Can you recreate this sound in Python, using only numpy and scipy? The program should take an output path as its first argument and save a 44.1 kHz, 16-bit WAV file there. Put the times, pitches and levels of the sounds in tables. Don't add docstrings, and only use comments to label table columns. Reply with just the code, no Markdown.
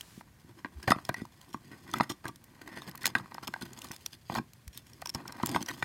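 import sys
import numpy as np
from scipy import signal
from scipy.fft import rfft, irfft, next_fast_len
from scipy.io import wavfile
from scipy.ndimage import uniform_filter1d

SR = 44100
rng = np.random.default_rng(int(sys.argv[2]) if len(sys.argv) > 2 else 0)


def to_wav(sig):
    pcm = np.clip(np.atleast_2d(sig), -1, 1) * 32767
    pcm = np.round(pcm).astype(np.int16)
    wavfile.write(sys.argv[1], SR, pcm.T)


N = 257588

# f/Hz, relative level/dB, time to fall by 60 dB/s
SHELL_MODES = [(750, -2, 0.0061), (985, 7.5, 0.0099), (1140, 8.5, 0.009), (1523, 5.5, 0.015),
               (1839, 5.5, 0.012), (2355, -5, 0.022), (2903, -3, 0.0027), (4130, 1.5, 0.0062)]
# f/Hz, relative level/dB, time to fall by 60 dB/s
PLATE_MODES = [(1955, -3, .05), (3590, -6, .08), (5075, -4, .05), (6750, -9, .06), (8670, -9, .05),
               (9910, -14, .06), (10820, -17, .09), (11890, -15, .06)]
# f/Hz, relative level/dB, time to fall by 60 dB/s
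TABLE_MODES = [(138, -1, 0.093), (192, -1, 0.075), (239.3, 13.5, 0.03), (283.5, 5, 0.044),
               (328.3, 1, 0.056)]

ABOVE_DB, BELOW_DB, FARTHEST_DB = 68, 25.5, 10.5
KNOCK_T60, SCRAPE_T60 = .015, .024
HUSH_DB = -60
WIPE_END_S, WIPE_DB = 0.218, -61
PUSH_HZ, PUSH_SPREAD = 203, 0.37
LOAD_DB, LOAD_SLOPE = -62, 0.84
BITE_S, LET_GO_S = 0.0045, 0.014
FLUTTER_DB, FLUTTER_S = 3.5, 0.025
GLAZE_DB = -19.5
SPOT_S, SPOT_SHIFT = 0.05, .07
LEAD_DB, LEAD_S = -14, .018
EDGE_HZ = 16300


def gain_of(db):
    return 10 ** (np.asarray(db) / 20)


def evened(x):
    return x / np.sqrt(np.mean(x ** 2) + 1e-20)


def peaked(x):
    return x / (abs(x).max() + 1e-20)


def unit(x):
    return x / np.linalg.norm(x)


def add(mix, s, sound):
    part = mix[max(round(s * SR), 0):][:len(sound)]
    part += sound[:len(part)]


def filtered(x, order, hz, kind):
    return signal.sosfilt(signal.butter(order, hz, kind, fs=SR, output="sos"), x)


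def coloured(x, points):
    hz, db = np.transpose(points)
    size = next_fast_len(len(x))
    curve = np.interp(np.log(np.fft.rfftfreq(size, 1 / SR) + 1), np.log(hz + 1), db)
    return irfft(rfft(x, size) * gain_of(curve), size)[:len(x)]


def wander(smooth_s):
    return evened(uniform_filter1d(rng.standard_normal(N), max(round(smooth_s * SR), 2)))


def ring(modes, extra_db=0, detune=1, rise_s=0.00016, count=6000):
    hz, db, t60 = np.transpose(modes)[:, :, None]
    t = np.arange(count) / SR
    level = gain_of(db + np.reshape(extra_db, (-1, 1)) - 60 * t / t60)
    tones = level * np.sin(2 * np.pi * hz * np.reshape(detune, (-1, 1)) * t)
    return tones.sum(0) * (1 - np.exp(-t / rise_s))


def slips(per_s, spread_db, clump_s):
    clumps = wander(clump_s)
    size = gain_of(spread_db * np.minimum(rng.exponential(1, N), 4)) * rng.choice([-1., 1.], N)
    return size * (rng.random(N) < per_s / SR * np.exp(.7 * clumps))


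def near(spot_hz):
    octaves = np.log2(np.transpose(SHELL_MODES)[0] / spot_hz)
    fall_db = np.where(octaves > 0, ABOVE_DB, BELOW_DB) * octaves ** 2
    return -np.minimum(fall_db, FARTHEST_DB)


def at_spot(spot_hz, spot_t60):
    hz, db, t60 = np.transpose(SHELL_MODES)
    near_db = near(spot_hz)
    nearest = near_db == near_db.max()
    return np.transpose([np.where(nearest, spot_hz, hz), db + near_db, np.where(nearest, spot_t60, t60)])


def room_hush():
    # f/Hz, relative level per Hz/dB
    hush_points = [(20, -3.5), (124, 5), (440, -15), (1350, -20), (1900, -16), (2890, -24), (4410, -24.5),
                   (13200, -28.5), (15600, -31), (16500, -72.5)]
    return gain_of(HUSH_DB) * evened(coloured(rng.standard_normal(N), hush_points))


def room(x):
    t = np.arange(8000) / SR
    taps = rng.choice([-1., 1.], len(t)) * (rng.random(len(t)) < 2500 / SR) * (t > .003)
    dull = signal.lfilter([.3], [1, -.7], taps)
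    bright = taps - dull
    tail = dull * gain_of(-60 * t / 0.16) + bright * gain_of(-60 * t / 0.13)
    return signal.oaconvolve(x, unit(tail))[:N]


def wipe():
    hiss = filtered(rng.standard_normal(N), 1, [900, 9000], "band")
    lift = np.clip((WIPE_END_S - np.arange(N) / SR) / 0.0095 + .5, 0, 1)
    return gain_of(WIPE_DB) * evened(hiss) * lift


def bumps():
    # t/s, peak level/dB, f/Hz, time to fall by 60 dB/s
    bump_rows = [(0.757, -37, 69, 0.11), (4.672, -36, 63.6, 0.049)]
    out = np.zeros(N)
    for s, db, hz, t60 in bump_rows:
        add(out, s, gain_of(db) * peaked(ring([(hz, 0, t60)], rise_s=0.022)))
    return out


def thuds():
    # t/s, peak level/dB
    thud_rows = [(0.177, -37), (0.447, -43), (0.648, -32.5), (0.877, -23.5), (0.906, -16), (0.963, -30),
                 (1.094, -24), (1.219, -27.5), (1.545, -31), (1.937, -34), (2.005, -19), (2.1, -39),
                 (2.254, -32.5), (3.154, -29), (3.488, -33.5), (3.63, -32.5), (3.905, -36), (4.3, -29),
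                 (4.344, -40), (4.384, -30), (4.397, -28), (5.15, -27.5), (5.434, -20.5), (5.553, -23.5),
                 (5.828, -30)]
    out, t = np.zeros(N), np.arange(6000) / SR
    chance = rng.standard_normal((len(thud_rows), len(TABLE_MODES) + 1))
    for (s, db), c in zip(thud_rows, chance):
        hz = PUSH_HZ * 2 ** (PUSH_SPREAD * c[-1])
        push = np.sin(2 * np.pi * hz * t) * (t / .003) * np.exp(-t / 0.0024)
        table = ring(TABLE_MODES, 2 * c[:-1], rise_s=0.0093)
        add(out, s, gain_of(db) * peaked(peaked(push) + gain_of(-0.5) * peaked(table)))
    return out


def plate():
    # t/s, level added to the plate's modes/dB
    chime_rows = [(.905, -27), (.919, -32.5), (1.216, -51), (2.009, -38.5), (2.097, -39), (3.152, -38.5),
                  (3.183, -58), (5.547, -38), (5.825, -39)]
    out = np.zeros(N)
    chance = rng.standard_normal((len(chime_rows), len(PLATE_MODES)))
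    for (s, db), c in zip(chime_rows, chance):
        add(out, s, gain_of(db) * ring(PLATE_MODES, 2 * c))
    return out


def on_rim(drive, count=8):
    # f/Hz, relative level/dB, time to fall by 60 dB/s
    rim_modes = [(3350, 3, 0.008), (4300, 1, 0.006), (5350, 4, 0.009), (6850, 1, 0.006), (8770, 0, 0.004),
                 (12060, -3, 0.004)]
    hold = max(round(SPOT_S * SR), 2)
    spot = np.repeat(rng.integers(0, count, N // 100), hold)[:N]
    shifts = 2 ** (SPOT_SHIFT * np.clip(rng.standard_normal((count, len(rim_modes))), -2, 2))
    out = np.zeros(N)
    for k, shift in enumerate(shifts):
        response = unit(ring(rim_modes, 0, shift, rise_s=.00005, count=600))
        out += signal.oaconvolve(drive * (spot == k), response)[:N]
    return out


def rubbing():
    # t/s, shell drag level/dB, grit level/dB (both before flutter)
    rub_rows = [(0.0, -64, -73), (0.23, -75, -77), (0.86, -67, -67), (1.06, -61.5, -61), (1.27, -74, -69),
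                (1.93, -60.5, -62.5), (2.289, -77, -74.5), (2.64, -60.5, -68), (2.93, -59.5, -72),
                (3.28, -63, -68.5), (3.92, -60.5, -56), (4.18, -87.5, -73.5), (4.981, -70.5, -66.5),
                (5.3, -52, -64.5), (5.55, -60.5, -60), (5.8, -58, -55.5)]
    # t/s, nominal length/s, shell drag level/dB, grit level/dB, favoured f/Hz
    scrape_rows = [(0.825, 0.037, -54.5, -64, 1650), (0.873, 0.021, -32.5, -42, 750),
                   (1.161, 0.052, -47, -58, 1940), (1.528, 0.018, -75, -52, 1900),
                   (1.64, 0.048, -60.5, -63, 1890), (1.712, 0.039, -53.5, -64, 1900),
                   (1.872, 0.06, -57, -67, 1870), (1.926, 0.069, -47.5, -58, 1990),
                   (2.028, 0.0086, -42.5, -51, 1880), (2.092, 0.027, -45, -45.5, 1140),
                   (2.238, 0.059, -48, -59, 1145), (2.612, 0.0051, -49, -48, 1540),
                   (2.66, 0.043, -61, -65, 1860), (2.714, 0.085, -49, -57, 1825),
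                   (2.793, 0.099, -61, -59, 1700), (3.007, 0.076, -47.5, -53.5, 1707),
                   (3.06, 0.045, -55.5, -57, 1170), (3.149, 0.064, -44.5, -53, 1046),
                   (3.425, 0.031, -54, -52.5, 1365), (3.471, 0.0032, -39.5, -34.5, 940),
                   (3.608, 0.028, -46, -46, 1480), (3.65, 0.0098, -47, -50, 1840),
                   (3.762, 0.034, -54.5, -57, 1020), (4.125, 0.026, -60, -53, 1630),
                   (4.252, 0.055, -88, -54.5, 796), (4.299, 0.048, -46, -55.5, 820),
                   (4.348, 0.038, -38, -45.5, 1090), (4.727, 0.069, -67, -57.5, 1703),
                   (5.144, 0.015, -36, -51, 1130), (5.19, 0.039, -63, -88, 1010),
                   (5.456, 0.031, -45.5, -49, 860), (5.487, 0.077, -41, -48, 883),
                   (5.518, 0.098, -48, -60, 900), (5.558, 0.026, -45.5, -65, 1020),
                   (5.682, 0.031, -43, -51, 1830)]
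    s, *columns = np.transpose(rub_rows)
    drag_curve, grit_curve = (np.interp(np.arange(N) / SR, s, c) for c in columns)
    jolts = evened(slips(1500, 3.2, 0.006))
    flutter = gain_of(FLUTTER_DB * wander(FLUTTER_S))
    drag, grit = gain_of(drag_curve) * flutter, gain_of(grit_curve) * flutter
    scratch, pressing = np.zeros(N), drag.copy()
    out = signal.oaconvolve(jolts * drag, unit(ring(SHELL_MODES, count=2500)))[:N]

    for start, length, drag_db, grit_db, spot_hz in scrape_rows:
        t = np.arange(0, length + LET_GO_S / 2, 1 / SR)
        bite = np.minimum(t / BITE_S, 1)
        let_go = np.minimum((t[-1] - t) / min(LET_GO_S, length), 1)
        first = round(start * SR)
        stroke = bite * let_go
        stroke = stroke * flutter[first:][:len(stroke)]
        drive = jolts[first:][:len(stroke)] * stroke * gain_of(drag_db)
        shell = unit(ring(at_spot(spot_hz, SCRAPE_T60), count=2500))
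        add(out, start, signal.oaconvolve(drive, shell))
        add(pressing, start, gain_of(drag_db) * stroke)
        add(scratch, start, gain_of(grit_db) * stroke)

    load = gain_of(LOAD_DB) * (pressing / gain_of(-65.0)) ** LOAD_SLOPE
    table = unit(ring(TABLE_MODES, rise_s=0.0063))
    out += signal.oaconvolve(evened(slips(500, 3.0, 0.039)) * load, table)[:N]

    grains = evened(slips(2200, 2.6, 0.005))
    fine = grains * (grit + scratch)
    scraping = scratch + .5 * grit
    crumbs = evened(slips(400, 4.5, .012)) * scraping
    out += gain_of(GLAZE_DB) * signal.oaconvolve(fine + crumbs, unit(ring(PLATE_MODES)))[:N]
    out += on_rim(gain_of(-4) * grains * scraping + gain_of(-3) * crumbs)
    direct = filtered(fine + 0.28 * crumbs, 1, [2500, 12000], "band")
    return out + gain_of(-1.5) * direct


def ticks():
    # t/s, peak level/dB, flake f/Hz, treble snap level against the flake tone/dB
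    tick_rows = [(0.0093, -27, 3180, -5), (0.829, -35, 5330, -15), (0.904, -18, 4730, -18),
                 (0.917, -19.5, 5070, -17), (1.051, -31, 5440, -20), (1.091, -24.5, 3580, -11),
                 (1.1423, -31.5, 5660, -16), (1.253, -43, 4940, 2), (1.4138, -41, 3200, 4),
                 (1.914, -36.5, 6150, -11), (1.9376, -23, 3430, -23), (1.984, -33.5, 7050, 11),
                 (2.009, -31, 5080, -30), (2.098, -34, 5920, -12), (2.2544, -37, 9500, -16),
                 (2.2807, -27, 4120, -1), (2.359, -37.5, 9570, 4), (2.441, -39.5, 9300, 16),
                 (2.677, -38, 3760, -6), (2.8194, -35, 3670, -31), (2.894, -36.5, 12050, -20),
                 (2.913, -37.5, 5140, -10), (2.9544, -35, 12100, -19), (2.976, -34.5, 4300, 8),
                 (3.01, -46, 4500, 1), (3.032, -30.5, 4300, 4), (3.0563, -7, 4180, 9.5),
                 (3.066, -13, 4180, 6), (3.076, -22, 6800, -9), (3.184, -32, 3820, -23),
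                 (3.3439, -33.5, 5200, -11), (3.434, -37, 5340, -14), (3.478, -25, 3300, -13),
                 (3.5383, -34, 4060, -22), (3.622, -29, 4130, -26), (3.732, -36.5, 6950, -13),
                 (3.789, -33.5, 6870, -9), (3.818, -29.5, 2860, -12), (3.844, -33, 6900, 7),
                 (3.87, -42.5, 4250, -21), (3.886, -37.5, 5900, -12), (3.916, -26.5, 5970, 2),
                 (3.963, -35.5, 5100, 0), (4.023, -49.5, 4200, -3), (4.0615, -21.5, 5770, -13),
                 (4.342, -31, 3800, -15), (4.3507, -29, 4600, -2), (4.534, -39.5, 4330, 5),
                 (4.678, -33.5, 5600, 1), (4.775, -26.5, 5900, 16), (4.868, -44, 5440, -18),
                 (4.933, -41.5, 5570, -19), (5.018, -31.5, 4380, -3), (5.0582, -23.5, 5360, -16),
                 (5.072, -26, 5650, -35), (5.0933, -23.5, 5340, -26), (5.099, -26, 5380, -35),
                 (5.1402, -40, 5500, -10), (5.1479, -20, 5420, -24), (5.2786, -28.5, 5470, -22),
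                 (5.3228, -32.5, 5470, -16), (5.43, -30.5, 3060, -18), (5.46, -15, 9700, 16),
                 (5.47, -24, 7400, -6), (5.492, -25.5, 5430, -5), (5.515, -30, 8850, -8),
                 (5.561, -27.5, 3250, -33), (5.617, -34, 3160, -14), (5.626, -25.5, 6080, -14),
                 (5.661, -30, 5670, -31), (5.6887, -31, 5900, -45), (5.71, -33, 3860, -23),
                 (5.737, -43, 6250, -22), (5.8256, -31.5, 3550, -38)]
    out, t = np.zeros(N), np.arange(700) / SR
    noise = rng.standard_normal((len(tick_rows), 2, len(t)))
    start = 1 - np.exp(-t / 0.00067)
    burst = np.exp(-(t / 0.0011) ** 0.79)
    for (s, db, hz, snap_db), (a, b) in zip(tick_rows, noise):
        flake = np.sin(2 * np.pi * hz * t) * gain_of(-60 * (t / 0.0086) ** 1.23)
        crunch_gain = gain_of(6.0 + 0.35 * snap_db)
        crunch = evened(filtered(a, 1, [2000, 8500], "band")) * crunch_gain * burst
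        snap = evened(filtered(b, 2, 8500, "high")) * gain_of(snap_db) * burst
        add(out, s, gain_of(db) * peaked((flake + crunch + snap) * start))
        lead_rise = gain_of(db + LEAD_DB - 60 * t[::-1] / LEAD_S)
        add(out, s - t[-1], lead_rise * peaked(filtered(b, 1, [2000, 8500], "band")))
    return out


def knocks():
    # t/s, peak level before the bass cut/dB, pitch of the struck spot f/Hz
    knock_rows = [(0.21, -34.5, 1005), (0.6468, -24.5, 1616), (0.6579, -30, 1460), (0.879, -18, 1810),
                  (0.908, -10.5, 1820), (0.9195, -5, 1040), (0.9612, -31, 1100), (0.986, -31.5, 830),
                  (1.0918, -15, 763), (1.0969, -24.5, 820), (1.1432, -25.5, 1890), (1.217, -37, 1160),
                  (1.252, -37, 956), (1.414, -52.5, 1050), (1.5446, -25.5, 1140), (1.94, -18, 1270),
                  (2.0, -16, 945), (2.008, -6, 1140), (2.101, -30, 1140), (2.255, -28.5, 1650),
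                  (2.266, -31.5, 1540), (2.676, -32.5, 1640), (2.82, -36.5, 1100), (2.95, -34, 1130),
                  (2.979, -44, 1900), (3.042, -24, 1960), (3.056, -17, 1820), (3.0743, -31, 930),
                  (3.1524, -11.5, 1590), (3.1524, -20.5, 2450), (3.165, -30, 1080), (3.198, -32, 1140),
                  (3.259, -36, 1070), (3.32, -30.5, 920), (3.349, -30, 903), (3.382, -26, 860),
                  (3.483, -26.5, 1016), (3.5392, -22, 1590), (3.562, -31, 920), (3.847, -36, 1190),
                  (3.911, -31, 1980), (4.2984, -21.5, 880), (4.3529, -24.5, 1390), (4.359, -17, 846),
                  (4.3696, -27, 940), (4.3854, -20, 793), (5.0225, -28.5, 780), (5.059, -30, 935),
                  (5.1555, -34.5, 940), (5.255, -35.5, 1380), (5.306, -44, 1000), (5.3992, -29, 902),
                  (5.414, -36, 960), (5.4343, -17.5, 1006), (5.547, -20.5, 1980), (5.5615, -12.5, 900),
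                  (5.695, -32, 2020), (5.713, -33, 990), (5.8246, -23.5, 1180), (5.826, -18, 2310)]
    out = np.zeros(N)
    chance = rng.standard_normal((len(knock_rows), 3, len(SHELL_MODES)))
    for (s, db, spot_hz), c in zip(knock_rows, chance):
        detune = 1 + .015 * c[1]
        delays = abs(c[2, :4]) * [0, 1, 1, 1] * 0.001327 * SR
        contacts = np.zeros(200)
        np.add.at(contacts, np.minimum(delays, 199).astype(int), 0.69 ** np.arange(4))
        shell = ring(at_spot(spot_hz, KNOCK_T60), 2 * c[0], detune, rise_s=0.00034, count=2500)
        add(out, s, gain_of(db) * peaked(signal.oaconvolve(shell, contacts)))
    return filtered(out, 2, 600, "high")


def scene():
    close = knocks() + plate() + thuds() + rubbing()
    brief = ticks()
    tail = gain_of(-16.5) * room(close)
    return (close + brief + tail + bumps() + wipe() + room_hush())[None]


def record(dry):
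    thin = filtered(dry, 2, 55, "high")
    rounded = .45 * np.tanh(thin / .45)
    band_limit = signal.firwin(511, EDGE_HZ, window=("kaiser", 9), fs=SR)
    return signal.oaconvolve(rounded, band_limit[None], "same")


dry = scene()
out = record(dry)
to_wav(out)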